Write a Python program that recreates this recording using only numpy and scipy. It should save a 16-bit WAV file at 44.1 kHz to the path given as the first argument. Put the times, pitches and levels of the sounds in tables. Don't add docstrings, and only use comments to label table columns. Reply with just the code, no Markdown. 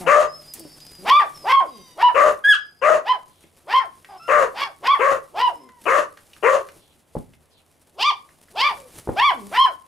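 import sys
import numpy as np
from scipy import signal
from scipy.fft import rfft, irfft, next_fast_len
from scipy.io import wavfile
from scipy.ndimage import uniform_filter1d

SR = 44100
rng = np.random.default_rng(int(sys.argv[2]) if len(sys.argv) > 2 else 0)


def store_pcm(level_fs):
    pcm = np.round(np.clip(level_fs, -1, 1) * 32767).astype(np.int16)
    wavfile.write(sys.argv[1], SR, np.atleast_2d(pcm).T)


N = 435266
TIME = np.arange(N) / SR
BAND_LIMIT_HZ, CONTROL_STEP_S = 15600, .001


def gain_of(db):
    return 10 ** (np.asarray(db) / 20)


def unit_rms(x):
    return x / np.sqrt(np.mean(x ** 2) + 1e-20)


def steadied(x, size=500):
    power = uniform_filter1d(uniform_filter1d(x ** 2, size), size)
    return x / np.sqrt(abs(power) + 1e-14)


def faded(x, size=160):
    i = np.arange(len(x))
    return x * np.minimum(np.minimum(i, i[::-1]) / size, 1)


def add(mix, start_s, sound):
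    part = mix[max(round(start_s * SR), 0):][:len(sound)]
    part += sound[:len(part)]


def value_at(points, hz):
    f, value = np.transpose(points)
    return np.interp(np.log(hz + 1), np.log(f + 1), value)


def below(f, edge_hz, order=12):
    return 1 / (1 + (f / edge_hz) ** order)


def filtered(x, gain):
    size = next_fast_len(x.shape[-1] + 1024)
    return irfft(rfft(x, size) * gain(np.fft.rfftfreq(size, 1 / SR)), size)[..., :x.shape[-1]]


def coloured(x, spectrum):
    size = 2 * next_fast_len(x.shape[-1] // 2 + 2048)
    log_gain = np.log(gain_of(value_at(spectrum, abs(np.fft.fftfreq(size, 1 / SR)))))
    response = np.exp(np.conj(signal.hilbert(log_gain)))[:size // 2 + 1]
    return irfft(rfft(x, size) * response, size)[..., :x.shape[-1]]


def wander(count, rate_hz):
    return unit_rms(filtered(rng.standard_normal(count), lambda f: below(f, rate_hz, order=4)))


def phase_of(hz):
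    return 2 * np.pi * np.cumsum(hz) / SR


def noise_pair(correlation):
    mid, side = rng.standard_normal((2, N))
    return np.sqrt((1 + correlation) / 2) * mid + np.sqrt((1 - correlation) / 2) * np.array([side, -side])


def panned(x, left_db):
    return unit_rms(gain_of([[left_db / 2], [-left_db / 2]])) * x


# (frequency [Hz], gain [dB])
MURMUR_SPECTRUM = [(20, -30.5), (45, -22), (80, 7.5), (130, -9.5), (200, -4), (400, -5.5), (700, -6.5),
                   (1500, -16.5), (3200, -20), (5000, -35.5), (10000, -38), (15000, -35)]
# (time [s], relative level [dB])
HUM_ENVELOPE = [(0, -60), (1.5, -63.5), (2, -71.5), (9.87, -74.5)]


def yard():
    murmur_db = -63 + 0.61 * wander(N, 17)
    hum = np.sin(phase_of(152 * (1 + 0.012 * wander(N, 18))))
    hum_db = np.interp(TIME, *np.transpose(HUM_ENVELOPE)) + 1.2 * wander(N, 8)
    murmur = unit_rms(coloured(noise_pair(0.6), MURMUR_SPECTRUM))
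    return gain_of(murmur_db) * murmur + gain_of(hum_db + 2.5) * hum


# (centre time [s], half length [s], relative level [dB])
SCUFFLES = [(0, 0.032, -45), (0.56, 0.2, -56), (0.993, 0.17, -54.5), (1.376, 0.21, -56), (1.845, 0.2, -61),
            (2.26, 0.085, -55.5), (3.212, 0.18, -71), (4.1, 0.63, -65), (4.48, 0.24, -63),
            (5.095, 0.18, -59.5), (5.5, 0.13, -62.5), (5.916, 0.076, -53), (6.3, 0.16, -61.5),
            (6.654, 0.2, -61.5), (7.2, 0.073, -62.5), (8.256, 0.45, -68), (8.793, 0.21, -58),
            (8.984, 0.035, -49), (9.32, 0.3, -56), (9.58, 0.067, -52.5)]
# (frequency [Hz], gain [dB])
STRAW_SPECTRUM = [(300, 5.5), (1500, -4.5), (4000, -5.5), (7000, -6), (10000, -1), (12000, -5.5),
                  (15000, -15.5)]


def straw():
    clicks_per_s = 260 * gain_of(5 * wander(N, 14))
    clicks = (rng.random(N) < clicks_per_s / SR) * gain_of(3.5 * np.minimum(rng.exponential(1, N), 4.5))
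    decays = signal.lfilter([1], [1, -np.exp(-1 / (0.0016 * SR))], clicks)
    crackle = unit_rms(decays * rng.standard_normal(N))
    rustle = noise_pair(0.93) * gain_of(2 * wander(N, 18)) + gain_of(-2) * crackle
    power = sum(gain_of(db) ** 2 * np.exp(-((TIME - s) / half) ** 2) for s, half, db in SCUFFLES)
    power += gain_of(-73) ** 2
    return gain_of(6) * np.sqrt(power) * unit_rms(coloured(rustle, STRAW_SPECTRUM))


def glide(start, length, first_hz, last_hz, arch_hz, level_db, *timbre):
    t = np.arange(0, length, CONTROL_STEP_S)
    progress = t / length
    bow = 1 - (2 * progress - 1) ** 2
    hz = first_hz + (last_hz - first_hz) * progress + arch_hz * bow
    held_timbre = [np.full(len(t), value) for value in timbre]
    return np.column_stack([start + t, hz, level_db - 4 * (1 - bow) ** 2, *held_timbre])


def sampled(contour):
    times, *columns = np.transpose(contour)
    t = np.arange(times.min(), times.max(), 1 / SR)
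    return t[0], [np.interp(t, times, column) for column in columns]


def voice(contour, throat, edges_hz, jitter, jitter_hz, quaver, subharmonic, breath, shimmer, slope_db,
          onset_rush=0, strain=0):
    start, (hz, level_db, mid_db, high_db, rough) = sampled(contour)
    n, rough = len(hz), np.clip(rough, .03, 1)
    unsteady = jitter * rough * wander(n, jitter_hz) + quaver * wander(n, 99)
    phase = phase_of(hz * (1 + unsteady))
    k = np.arange(1, 25)[:, None]
    softness = np.clip(-high_db / 14, .25, 1.3)
    falsetto_db = -12 * np.clip((hz.max() - 1300) / 300, 0, 1) * (k > 2)
    harmonic_gains = gain_of(falsetto_db - slope_db * softness * (k - 2)) * below(k * hz, BAND_LIMIT_HZ)
    folds = (harmonic_gains * np.cos(k * phase)).sum(0) * np.sqrt(hz / SR * 4)
    folds *= 1 + subharmonic * rough * np.cos(phase / 2) + shimmer * rough * wander(n, 170)
    air = rng.standard_normal(n) * (1 + 0.67 * np.cos(phase)) * np.minimum(hz / 550, 1) ** 2
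    t = np.arange(n) / SR
    rush_hz = 1700 + 1250 * np.exp(-t / 0.065)
    rush = wander(n, 360) * np.cos(phase_of(rush_hz)) * np.exp(-t / 0.045)
    sound = coloured(folds * np.sqrt(1.02 - rough) + breath * rough * air + onset_rush * rush, throat)
    low_edge_hz, high_edge_hz = edges_hz
    low_edge_hz = max(low_edge_hz, 1.153 * hz.max())
    low = filtered(sound, lambda f: below(f, low_edge_hz))
    mid = filtered(sound, lambda f: (1 - below(f, low_edge_hz, 24)) * below(f, high_edge_hz, 24))
    high = filtered(sound, lambda f: 1 - below(f, high_edge_hz, 24))
    rasp_band = filtered(high, lambda f: (1 - below(f, 4650, 20)) * below(f, 4600, 24))
    high += strain * np.sqrt(rough * gain_of(high_db)) * rasp_band
    mouth = steadied(low) + gain_of(mid_db) * steadied(mid) + gain_of(high_db) * steadied(high)
    return start, faded(gain_of(level_db) * steadied(mouth))


# (frequency [Hz], gain [dB])
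PUPPY_TRACT = [(60, -33), (170, -18), (420, -7.5), (720, -4.5), (1060, 0.5), (1500, -8), (2250, -4),
               (2700, -5.5), (3250, -4.5), (4200, -16), (5100, -11.5), (6400, -24.5), (11000, -28.5),
               (15000, -31)]


def puppy_voice(contour, strain):
    return voice(contour, PUPPY_TRACT, edges_hz=(670, 2440), jitter=0.057, jitter_hz=189.7, quaver=.011,
                 subharmonic=.9, breath=0.54, shimmer=0.8, slope_db=9, strain=strain)


# (start [s], length [s], first pitch [Hz], last pitch [Hz], arch [Hz],
# relative level [dB], mid formants [dB re low], high formants [dB re low], roughness [0-1])
WHIMPER_CALLS = [(0, 0.08, 184, 156.6, 5.5, -33, -2.5, -41, 0.1),
                 (0.583, 0.096, 342, 279, 7.5, -47.5, -37, -16, 0),
                 (.98, 0.081, 171, 204, 0, -44.5, -38, -31, 0.23),
                 (1.644, 0.19, 368, 167.5, -27, -49, -20, -13, 0.18),
                 (1.701, .28, 1045, 939, 51.5, -58, -6.5, -4, 0),
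                 (4.087, 0.096, 827, 731, -8.5, -40, -9.5, -19.5, 0.48),
                 (4.196, 0.25, 1294, 1300, 107.5, -42, -28, -9, 0.17),
                 (5.547, 0.16, 335, 232, -16, -51.5, -15, -22, 0.54),
                 (5.596, .22, 1031, 910, 51.5, -53, -12.5, -25, .05),
                 (8.768, 0.12, 564, 473, 9.5, -47, -28, -42, 0.42),
                 (9.096, 0.052, 300, 420, -19, -40.5, -4, -24, .5),
                 (9.343, 0.14, 299, 215, -50.5, -40.5, -18, -31, .15)]


def whimpers():
    out = np.zeros(N)
    for row in WHIMPER_CALLS:
        add(out, *puppy_voice(glide(*row), strain=3))
    return out


def bark_contour(start, hold, top_s, top_hz, sag, level_db, mid_db, high_db, hoot_db, rough):
    t = np.arange(0, hold + 0.069, CONTROL_STEP_S)
    jaw = np.sin(np.pi * np.minimum(t / hold, 1))
    scoop = .27 * np.exp(-t / .02)
    hz = top_hz * np.maximum(1 - scoop - sag * (10 * (t - top_s)) ** 2, .5)
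    attack_db, release_db = -27 * np.exp(-t / 0.0083), -319.5 * np.maximum(t - hold, 0)
    low_db = hoot_db * np.exp(-((t - hold + 0.034) / .024) ** 2)
    burst_db = 11.5 * np.exp(-t / 0.032)
    return np.column_stack([start + t, hz, level_db + attack_db + release_db + low_db,
                            mid_db + 9 * jaw - low_db, high_db + burst_db - low_db,
                            rough + 0.19 * (1 - jaw) ** 2])


# (start [s], jaw open [s], time to top pitch [s], top pitch [Hz], sag 0.1 s off the top [share],
# relative level [dB], mid formants [dB re low], high formants [dB re low], hoot [dB], roughness [0-1])
BARK_CALLS = [(0.061, 0.15, 0.11, 605.4, 0.035, -11.5, -5.5, -18.6, 4, 0.44),
              (2.142, 0.14, 0.097, 597, 0.039, -12.5, -6, -21.5, 3, 0.47),
              (2.814, 0.13, 0.098, 622.5, 0.032, -14.5, -6, -20.5, 6.5, 0.43),
              (4.277, 0.15, 0.047, 603.2, 0.099, -14.5, -5, -21, -0.7, 0.57),
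              (4.987, 0.14, 0.1, 568.8, 0.17, -15.5, -6, -22, -0.5, 0.47),
              (5.853, 0.14, 0.13, 588.3, 0.22, -16, -3.5, -17, 1, 0.56),
              (6.424, 0.13, 0.13, 557, 0.11, -13, -10, -22.5, -4, 0.42)]
# (frequency [Hz], gain [dB])
BARK_TRACT = [(60, -32.5), (220, -30.5), (380, -19.5), (540, -8), (820, -15), (1150, 14.5), (1450, 7),
              (1900, 6.5), (2950, -21.5), (3400, -30), (5300, -35), (6700, -28), (8400, -37), (11000, -38),
              (15000, -61.5)]


def barks():
    out = np.zeros(N)
    for row in BARK_CALLS:
        add(out, *voice(bark_contour(*row), BARK_TRACT, edges_hz=(844, 2664), jitter=.075, jitter_hz=186,
                        quaver=0.017, subharmonic=.15, breath=1, shimmer=1, slope_db=7, onset_rush=0.92))
    return gain_of(0.43) * out


def whistles(calls, waver, waver_hz):
    out = np.zeros(N)
    for row in calls:
        start, (hz, level_db) = sampled(glide(*row))
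        phase = phase_of(hz * (1 + waver * wander(len(hz), waver_hz)))
        amplitude = np.sqrt(2) * gain_of(level_db + 2.5 * wander(len(hz), 22))
        add(out, start, faded(amplitude * np.sin(phase), size=600))
    return out


# (start [s], length [s], first pitch [Hz], last pitch [Hz], arch [Hz], relative level [dB])
WHINE_CALLS = [(.27, 0.15, 4950, 5050, 146, -40.5), (.43, .11, 4820, 4970, 67.5, -44),
               (.53, 0.41, 4700, 4860, -92, -52), (.57, 0.22, 5170, 5160, 104, -47.5),
               (.8, 0.24, 4960, 4820, 67, -45.5), (1.34, .13, 5490, 4880, -32, -40.5),
               (1.67, 0.28, 4870, 4720, -0.5, -49), (1.71, .26, 3860, 3720, -46.5, -56),
               (1.72, 0.26, 6110, 5770, -53, -55.5), (2.56, 0.25, 5135, 4944, -93.5, -51),
               (4.08, 0.088, 5090, 4850, -62, -56), (4.17, 0.11, 5220, 5170, 84.5, -48),
               (5.51, 0.17, 5280, 5070, -6, -60.5)]


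def whines():
    return gain_of(-6.5) * whistles(WHINE_CALLS, waver=.0025, waver_hz=69.14)


# (time [s], relative peak level [dB], centre frequency [Hz])
STRAW_SNAPS = [(0.5372, -28.5, 10300), (0.595, -32.5, 10000), (0.8027, -42.5, 4740), (0.8655, -45, 4820),
               (3.437, -49.5, 2050), (3.603, -58.5, 1345), (4.0462, -40, 1890), (5.6894, -46, 1540),
               (6.173, -41.5, 1580), (6.333, -43, 2800), (6.365, -43, 1400), (6.6877, -39, 1530),
               (7.336, -48, 2330), (7.816, -52, 9320), (8.2902, -48.5, 1640), (8.483, -51, 1710),
               (8.772, -43, 1220)]


def snaps():
    out, t = np.zeros(N), np.arange(SR // 20) / SR
    quality_factor = 2.9
    for s, peak_db, hz in STRAW_SNAPS:
        burst = rng.standard_normal(len(t)) * (np.exp(-t / 0.006) + 0.22 * np.exp(-t / .012))
        snap = filtered(burst, lambda f: 1 / np.hypot(1, quality_factor * (f / hz - hz / (f + 1))))
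        add(out, s, gain_of(peak_db + 5.5) * snap / abs(snap).max())
    return out


# (time [s], relative peak level [dB], pitch [Hz])
IMPACTS = [(0.602, -46, 342), (0.652, -42.5, 321), (3.441, -51.5, 368), (6.765, -45, 372),
           (7.152, -27.5, 537), (7.167, -23.5, 154.7), (9.074, -23, 361.8), (9.089, -22.5, 336)]
# (frequency [multiple of the pitch], level [dB], 60 dB decay time [s])
IMPACT_MODES = [(.35, -20.5, 0.035), (.62, -18.5, 0.025), (1, -6, 0.029), (1.65, -19, 0.071),
                (2.7, -99, 0.044)]


def thuds():
    out, t = np.zeros(N), np.arange(SR // 4) / SR
    for s, peak_db, hz in IMPACTS:
        body = sum(gain_of(db - 60 * t / t60) * np.sin(2 * np.pi * hz * ratio * rng.uniform(.92, 1.05) * t)
                   for ratio, db, t60 in IMPACT_MODES)
        grit = wander(len(t), 740) * np.exp(-t / 0.0064)
        thud = body + gain_of(-13) * grit
        add(out, s, gain_of(peak_db + 10.5) * faded(thud / abs(thud).max(), size=40))
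    return filtered(out, lambda f: 1 - below(f, 50, order=2))


def soft_step(x):
    return .5 + .5 * np.tanh(x)


def yap_contour(crest, rise, fall, top_hz, before, after, clear_db, clear_mid_db, clear_high_db,
                rasp_db, rasp_mid_db, rasp_high_db, clear_rough, rasp_rough, shape, drop):
    rest_hz, break_s = 180.3, 0.0017
    t = np.arange(-1.6 * rise, 1.6 * fall, CONTROL_STEP_S)
    from_crest = abs(t) / np.where(t < 0, rise, fall)
    tension = 1 / (1 + from_crest ** shape)
    effort_doublings = -np.log2(1 + from_crest ** 3.64)
    spent = soft_step((t - after) / break_s)
    clear = soft_step((t + before) / break_s) * (1 - spent)
    rasp = 1 - clear
    shut = soft_step((from_crest - 1.03) / .06)
    level_db = clear * clear_db + rasp * rasp_db - 7.5 * spent + 18 * effort_doublings - 10 * shut
    mid_db = clear * clear_mid_db + rasp * rasp_mid_db - 2.5 * spent + 20 * effort_doublings
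    high_db = clear * clear_high_db + rasp * rasp_high_db - 14 * spent + 20 * effort_doublings
    rough = clear * clear_rough + (rasp - spent) * rasp_rough + .33 * spent
    tremor = .009 * np.interp(t - t[0], TIME[:SR], wander(SR, rate_hz=40))
    hz = (rest_hz + (top_hz - rest_hz) * tension) * (1 - drop * spent) * (1 - .35 * shut) * (1 + tremor)
    return np.column_stack([crest + t, hz, level_db, mid_db, high_db, rough])


# (crest time [s], rise [s], fall [s], top pitch [Hz], clear before crest [s], clear after crest [s],
# clear relative level [dB], clear mid formants [dB re low], clear high formants [dB re low],
# rasp relative level [dB], rasp mid formants [dB re low], rasp high formants [dB re low],
# clear roughness [0-1], rasp roughness [0-1], crest shape [2 pointed, 4 flat],
# pitch drop as the clear tone breaks off [share], strained rasp near 5 kHz [gain])
YAP_CALLS = [(1.165, 0.11, 0.094, 1182, .062, 0.032, -6.5, -41, -14.5, -11, 3.5, 2.5, 0.056, 0.72, 2.8, .15, 2.7),
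             (1.546, .1, .12, 1083, 0.02, 0.059, -10.5, -29.5, -19.5, -13.5, -4.5, -9.5, .02, 0.41, 3.6, 0.22, 5.2),
             (2.07, 0.094, 0.061, 992, .043, 0.018, -8, -33, -16.5, -18.5, 4, -4.5, .02, .57, 2.8, 0.033, 5.5),
             (3.111, 0.063, 0.076, 1025, .019, 0.015, -13.5, -21.5, -11.5, -21.5, -2.5, -4.5, .07, 0.27, 3.13, 0.12, 4.4),
             (3.775, .1, 0.095, 1067, 0.039, 0.019, -11.5, -19, -13, -20, 4, -1.5, 0.13, 0.61, 2.18, 0.032, 9.4),
             (4.631, 0.091, 0.085, 1109, 0.021, 0.011, -20, -7, -6, -25.5, -0.5, -0.5, 0.47, 0.77, 2.26, 0.14, 6.8),
             (4.921, 0.09, 0.066, 1130, 0.043, 0.026, -11.5, -22, -14, -16.5, 4, 1, 0.038, 0.62, 2.98, 0.024, 4.6),
             (5.444, 0.1, 0.095, 1011, 0.023, 0.039, -13.5, -26.5, -14, -18.5, -6, -6.5, 0.067, 0.48, 2.64, 0.12, 7.4),
             (8.085, .098, 0.041, 1215, 0.05, 0.025, -15, -14.5, -5, -13.5, -5.5, 11.5, 0.052, 0.39, 2.1, 0.015, 5.7),
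             (8.665, .108, 0.073, 1154, 0.045, 0.017, -15, -4, -7, -14.5, -5, 5.5, 0.16, 0.3, 2.3, 0.019, 13),
             (9.262, 0.098, 0.077, 1153, 0.058, 0.044, -12.5, -10, -9, -9, 3, 1.5, 0.034, 0.23, 2.4, 0.11, 2.6),
             (9.613, 0.095, 0.11, 1067, .037, 0.046, -10.5, -39, -9.5, -17, 6, -0.5, .02, 0.51, 2.93, .12, 2.2)]


def yaps():
    out = np.zeros(N)
    for *surge, strain in YAP_CALLS:
        add(out, *puppy_voice(yap_contour(*surge), strain))
    return out


# (time [s], pitch [Hz], relative level [dB], mid formants [dB re low],
# high formants [dB re low], roughness [0-1])
SQUEAL_CONTOUR = [(2.438, 1605, -27.5, -23.5, -9, 0.14), (2.452, 1623, -11, -40, -14, 0.07),
                  (2.475, 1695, -13, -42.5, -23, 0.08), (2.5, 1700, -2.5, -46, -12, 0),
                  (2.522, 1644, -1.5, -39.5, -7, 0.04), (2.54, 1300, -20.5, -37, -1.5, 0.17),
                  (2.56, 1095, -29, -25.5, -7.5, 0.52)]
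# (frequency [Hz], gain [dB])
SQUEAL_TRACT = [(200, -24), (1000, -8.5), (1700, 5.5), (3300, -7), (5000, -19), (6700, -25.5),
                (10000, -26.5), (12500, -38), (15000, -52)]


def squeal():
    out = np.zeros(N)
    add(out, *voice(SQUEAL_CONTOUR, SQUEAL_TRACT, edges_hz=(830, 2800), jitter=.04, jitter_hz=190.7,
                    quaver=0.0055, subharmonic=.9, breath=.5, shimmer=0.63, slope_db=-2.1))
    return out


# (start [s], length [s], first pitch [Hz], last pitch [Hz], arch [Hz], relative level [dB])
BIRD_CALLS = [(3.28, 0.21, 3750, 2950, 81, -65.5), (6.77, 0.17, 3720, 3380, -43, -60),
              (7.49, 0.11, 4810, 3260, -300, -61)]


def birds():
    return gain_of(-4) * whistles(BIRD_CALLS, waver=0.15, waver_hz=250)


# (frequency [Hz], 60 dB decay time [s])
REVERBERATION_TIMES = [(150, 0.64), (550, 0.29), (1100, 0.34), (3000, 0.25), (6000, 0.32), (13000, 0.088)]


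def echo(x, wet_db):
    count, reflections_per_s, correlation = SR * 3 // 4, 1500, 0.17
    taps = rng.standard_normal((3, count)) * (rng.random((3, count)) < reflections_per_s / SR)
    taps = np.sqrt(correlation) * taps[0] + np.sqrt(1 - correlation) * taps[1:]
    hz, t, bands = signal.stft(taps, SR, nperseg=256)
    early = np.clip((t - .004) / 0.0094, 0, 1) * (1 + 3.6 * np.exp(-t / 0.025))
    decay = gain_of(-60 * t / value_at(REVERBERATION_TIMES, hz)[:, None])
    response = signal.istft(bands * early * decay, SR, nperseg=256)[1]
    response /= np.sqrt((response ** 2).sum(1, keepdims=True))
    return gain_of(wet_db) * signal.fftconvolve(x[None], response, axes=1)[:, :N]


def scene():
    puppy = gain_of(-1.5) * (whimpers() + yaps() + squeal())
    dog, knocks, cracks, whining, birdsong = barks(), thuds(), snaps(), whines(), birds()
    direct = panned(dog, left_db=9) + panned(puppy + knocks + cracks + whining, left_db=.2)
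    reflected = echo(puppy + whining + cracks, wet_db=-8) + echo(dog, wet_db=-9)
    reflected += echo(knocks, wet_db=-8.5)
    reflected += echo(birdsong, wet_db=-1)
    return direct + reflected + straw() + yard()


def record(dry):
    threshold_db, recovery_db_per_s = -8, 120
    mid = dry.mean(0)
    narrowed = mid + filtered(dry - mid, lambda f: below(f, 7000, order=3))
    power_db = 10 * np.log10(abs(uniform_filter1d((narrowed ** 2).max(0), 200)) + 1e-12)
    recovery_db = TIME * recovery_db_per_s
    held_db = np.maximum.accumulate(power_db + recovery_db) - recovery_db
    excess_db = np.maximum(held_db - threshold_db, 0)
    limited = narrowed / gain_of(uniform_filter1d(excess_db, 100))
    low_pass = signal.firwin(255, BAND_LIMIT_HZ, window=("kaiser", 9), fs=SR)
    return signal.oaconvolve(limited, low_pass[None], "same")


dry = scene()
out = record(dry)
store_pcm(out)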